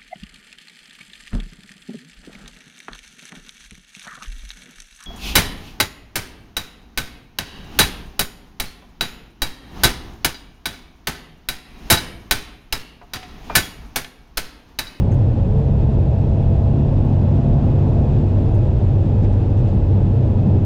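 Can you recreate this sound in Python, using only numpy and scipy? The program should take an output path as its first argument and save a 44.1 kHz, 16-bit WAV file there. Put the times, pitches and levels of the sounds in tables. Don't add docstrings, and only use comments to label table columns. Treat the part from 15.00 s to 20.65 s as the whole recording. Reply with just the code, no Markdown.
import sys
import numpy as np
from scipy import signal
from scipy.fft import rfft, irfft, next_fast_len
from scipy.io import wavfile
from scipy.ndimage import uniform_filter1d, minimum_filter1d, map_coordinates

SR = 44100
rng = np.random.default_rng(int(sys.argv[2]) if len(sys.argv) > 2 else 0)


def waveform_to_disk(signal):
    frames = np.transpose(np.atleast_2d(signal))
    scaled = np.clip(frames, -1, 1) * 32767
    samples = np.round(scaled).astype(np.int16)
    wavfile.write(sys.argv[1], SR, samples)


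N = 249165


def amp(db):
    return 10 ** (np.asarray(db) / 20)


def unit(x):
    return x / np.sqrt(np.mean(x ** 2) + 1e-20)


def curves(rows):
    s, *cols = np.transpose(rows)
    return [np.interp(np.arange(N) / SR, s, c) for c in cols]


def wobble(rate):
    knots = rng.standard_normal(int(N * rate / SR) + 4)
    return map_coordinates(knots, [np.arange(N) * rate / SR])


def swell(s, width):
    return np.exp(-((np.arange(N) / SR - s) / width) ** 2)


def filtered(x, response):
    m = next_fast_len(N + SR // 2)
    return irfft(rfft(x, m) * response(np.fft.rfftfreq(m, 1 / SR)), m)[:N]


def noise(spectrum):
    f, db = np.transpose(spectrum)

    def colour(hz):
        return amp(np.interp(np.log(hz + 1), np.log(f), db))

    return unit(filtered(rng.standard_normal(N), colour))


def surges(table, spectrum):
    envelope = sum(amp(db) * swell(s, width) for s, db, width in table)
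    return noise(spectrum) * envelope


def orders(speed, table, waver_db, drift):
    angle = 2 * np.pi * np.cumsum(speed) / SR
    total = np.zeros(N)
    for multiple, db in table:
        level = amp(db + waver_db * wobble(3.6))
        phase = drift * wobble(3) + rng.uniform(0, 2 * np.pi)
        total += level * np.sin(multiple * angle + phase)
    return np.sqrt(2) * total


def effort(start, rise):
    lift_s, lift_fall_s = 3.1, 0.73
    t = np.arange(N) / SR
    building = (t - start) / rise
    easing = 1 - (t - lift_s) / lift_fall_s
    share = np.clip(np.minimum(building, easing), 0, 1)
    return np.sin(np.pi / 2 * share) ** 2


def road_and_wind(throttle, strain):
    # frequency in Hz, level in relative dB.
    body_colour, panel_colour = [(10, -24), (20, -13.5), (27, 0), (42, -0.3), (55, 0), (80, 1.3),
                                 (105, 3.5), (128, 4.2), (155, -8.5), (220, -24), (400, -87), (800, -120)], [(30, -55.5), (90, -30.5), (150, -2.5), (195, 2), (240, -2),
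                                               (290, -6), (350, -17.5), (450, -18), (600, -29.5),
                                               (1000, -81.5), (2500, -120)]
    well_colour, tread_colour, air_colour = [(180, -51.5), (270, -3.5), (325, 3.5), (390, 1), (450, -1.5),
                                             (540, -19), (900, -66.5), (2500, -120)], [(250, -25), (430, -2.5), (520, 3.5), (600, 1.7),
                                                           (700, -3.5), (820, -4), (950, -9.5), (1080, -16),
                                                           (1220, -25), (2000, -59), (6000, -120)], [(600, -10), (1300, 1.9),
                                                                          (1700, -1.5), (2150, -5.5),
                                                                          (2950, -7.1), (3500, -7),
                                                                          (4400, -13.5), (5250, -15),
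                                                                          (5750, -18.7), (7700, -21.3),
                                                                          (9000, -36.5), (10400, -28.5),
                                                                          (11300, -37.5), (15500, -51.5)]
    # time in seconds, level in dB.
    well_levels = [(0, -34), (.6, -39.5), (.82, -31), (1.35, -35), (1.8, -32.5), (2.5, -33.5), (3.3, -30.5),
                   (4.15, -32), (4.9, -32.5), (5.5, -31)]
    # centre in seconds, extra dB, half width in seconds.
    coarse_patches = [(2.75, 2, 0.39), (5.501, 4.5, .2)]
    # centre in seconds, level in dB, half width in seconds.
    grit_patches = [(2.66, -50, 0.53)]
    # frequency in Hz, level in relative dB.
    grit_colour = [(400, -49.5), (800, -6.5), (950, 3), (1080, -4), (1250, -8), (1600, -18), (2500, -23.5),
                   (5000, -48.5), (12000, -120)]

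    coarse_db = sum(db * swell(s, width) for s, db, width in coarse_patches)
    gust_db = 1.5 * swell(3.15, width=0.96)
    roar_db, = curves(well_levels)
    body = amp(-15.5 - 0.75 * throttle + gust_db) * noise(body_colour)
    panels = amp(-26 + coarse_db) * noise(panel_colour)
    roar = amp(roar_db) * noise(well_colour)
    tread = amp(-34 + 1 * strain + 0.13 * wobble(8.1)) * noise(tread_colour)
    air = amp(-51 - 0.14 * strain + gust_db + 0.51 * wobble(25)) * noise(air_colour)
    return body + panels + roar + tread + air + surges(grit_patches, grit_colour)


def tyre_hum(wheel, throttle):
    # multiple of the wheel's turn, level in relative dB.
    tyre_tones = [(2.1, -18), (5, -21.5), (8, 2.5), (16, -15), (28, -21.5)]
    coast_db, pull_db, db_per_hz = -19, -3.5, 4
    hum_db = coast_db + pull_db * throttle + db_per_hz * (wheel - wheel.max())
    return amp(hum_db) * orders(wheel, tyre_tones, waver_db=.8, drift=.13)


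def engine(wheel, throttle, strain):
    # multiple of the crank's turn, level in relative dB.
    boom_tones = [(1.72, -2.5), (2, -1.5), (4, 2.8), (5, -14), (6, -7.5)]
    # multiple of the crank's turn, level in relative dB.
    growl_tones = [(3, 6.5), (7, 2.3), (8, -7.5), (9, -7.5), (10, -5), (24, -23), (30.5, -27)]
    # multiple of the crank's turn, level in dB.
    whine_tones = [(13, -43.5), (19, -43.5)]
    coast_ratio, pull_ratio = 2.66, 2.98
    crank = wheel * (coast_ratio + (pull_ratio - coast_ratio) * throttle)
    boom = amp(-37 + 13.5 * throttle) * orders(crank, boom_tones, waver_db=0.45, drift=0.033)
    growl = amp(-42.5 + 10.5 * strain) * orders(crank, growl_tones, waver_db=0.0, drift=0.13)
    whine_gain = throttle * amp(-4.5 * strain)
    whine = whine_gain * orders(crank, whine_tones, waver_db=6.0, drift=0.13)
    return boom + growl + whine


def low_swells():
    # centre in seconds, level in dB, half width in seconds.
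    swell_rows = [(.5, -19.5, 0.16), (1.95, -22, 0.082), (2.5, -16, 0.064), (2.95, -24, 0.065)]
    # frequency in Hz, level in relative dB.
    swell_colour = [(18, -31.5), (32, 2.5), (45, 1), (70, -30), (200, -120)]
    return surges(swell_rows, swell_colour)


def ridges():
    # centre in seconds, level in dB, half width in seconds.
    ridge_rows = [(2.95, -15.5, 0.018), (4.17, -22.5, 0.13), (5.48, -10.5, 0.026)]
    # frequency in Hz, level in relative dB.
    drum_colour = [(80, -40), (135, 4.5), (200, -1.5), (250, -14.5), (400, -43.5), (900, -120)]
    return surges(ridge_rows, drum_colour)


def knocks():
    # start in seconds, level in dB ahead of attack and decay.
    taps = [(.118, -43), (3.546, -57), (4.227, -45.5), (4.246, -42.5), (4.325, -52)]
    # frequency in Hz, level in relative dB.
    plastic_colour = [(600, -28), (1200, -11), (1550, 6), (2000, 2.5), (2700, -8), (5000, -14), (6500, -20),
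                      (8000, -21.5), (12000, -50.5), (16000, -73.5)]
    attack_s, t60_s = 0.0011, 0.051
    envelope = np.zeros(N)
    for s, db in taps:
        t = np.maximum(np.arange(N) / SR - s, 0)
        envelope += amp(db - 60 * t / t60_s) * (1 - np.exp(-t / attack_s))
    return noise(plastic_colour) * envelope


def trim():
    # start in seconds, level in dB ahead of attack and decay, brightness in dB per octave.
    contacts = [(0.117, -50, -19), (.122, -50, -37), (.138, -57.5, 11), (.142, -56.5, 2),
                (3.545, -55.5, 10), (3.5485, -58, 3), (3.552, -62.5, -3)]
    # centre in Hz, full width in Hz, level in relative dB before brightness.
    resonances = [(6440, 250, 6), (7830, 1000, -3.5), (9250, 600, -10), (10600, 900, -7.5),
                  (12200, 600, -4.5), (15070, 400, -14)]
    attack_s, t60_s = .0004, .04
    out = np.zeros(N + SR)
    t = np.arange(SR // 8) / SR
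    hz = np.fft.rfftfreq(len(t), 1 / SR)
    for s, db, bright_db in contacts:
        colour = np.zeros(len(hz))
        for centre, width, level in resonances:
            octaves = np.log2(centre / resonances[0][0])
            colour += amp(level + bright_db * octaves) / (1 + (2 * (hz - centre) / width) ** 2)
        scrape = unit(irfft(rfft(rng.standard_normal(len(t))) * colour, len(t)))
        envelope = amp(db - 60 * t / t60_s) * (1 - np.exp(-t / attack_s))
        out[round(s * SR):][:len(t)] += envelope * scrape
    return out[:N]


def rustles():
    # centre in seconds, level in dB, half width in seconds.
    scuffs = [(4.24, -58, .022), (4.335, -59, .014), (4.59, -57.5, .025), (4.69, -58.5, .02)]
    # frequency in Hz, level in relative dB.
    scuff_colour = [(400, -55), (800, -6), (1500, 1.5), (4000, -1), (8000, -6.5), (10000, -35),
                    (15000, -53)]
    return surges(scuffs, scuff_colour)


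def faint_tone():
    tone = np.sin(2 * np.pi * 8200 * np.arange(N) / SR)
    return amp(-65) * swell(2.054, width=.011) * tone


def whistle(strain):
    # centre in Hz, half width in Hz, rms level in dB before strain and waver.
    seal_bands = [(2526, 46, -64.5), (2645, 48, -67), (2800, 80, -68.5)]
    waver_db, waver_hz, strain_db = -0.6, 6, 1
    out = np.zeros(N)
    sway = 2 * np.pi * np.cumsum(waver_hz * wobble(4)) / SR
    for centre, width, db in seal_bands:
        band = unit(filtered(rng.standard_normal(N), lambda hz: 1 / (1 + ((hz - centre) / width) ** 2)))
        shifted = np.real(signal.hilbert(band) * np.exp(1j * sway))
        out += amp(db + strain_db * strain + waver_db * wobble(6.5)) * shifted
    return out


def scene():
    # time in seconds, wheel turns per second.
    wheel_speed = [(0, 11.45), (3, 12.09), (5.65, 11.93)]
    wheel, = curves(wheel_speed)
    throttle = effort(start=.33, rise=.32)
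    strain = effort(start=1.39, rise=0.5)
    drone = road_and_wind(throttle, strain) + tyre_hum(wheel, throttle) + engine(wheel, throttle, strain)
    low = low_swells() + ridges()
    small = knocks() + trim() + rustles() + faint_tone()
    return (drone + low + small + whistle(strain))[None]


def limiter(x, ceiling, hold):
    span = max(int(hold * SR), 2)
    needed = np.minimum(1, ceiling / (np.abs(x) + 1e-9))
    return x * uniform_filter1d(minimum_filter1d(needed, span), span)


def record(dry):
    top_hz = 15700
    bass = filtered(dry[0], lambda hz: 1 / (1 + (hz / 350) ** 4))
    held = limiter(bass, ceiling=.425, hold=.015)
    rest = dry[0] - bass
    return filtered(held + rest, lambda hz: hz < top_hz)[None]


dry = scene()
out = record(dry)
waveform_to_disk(out)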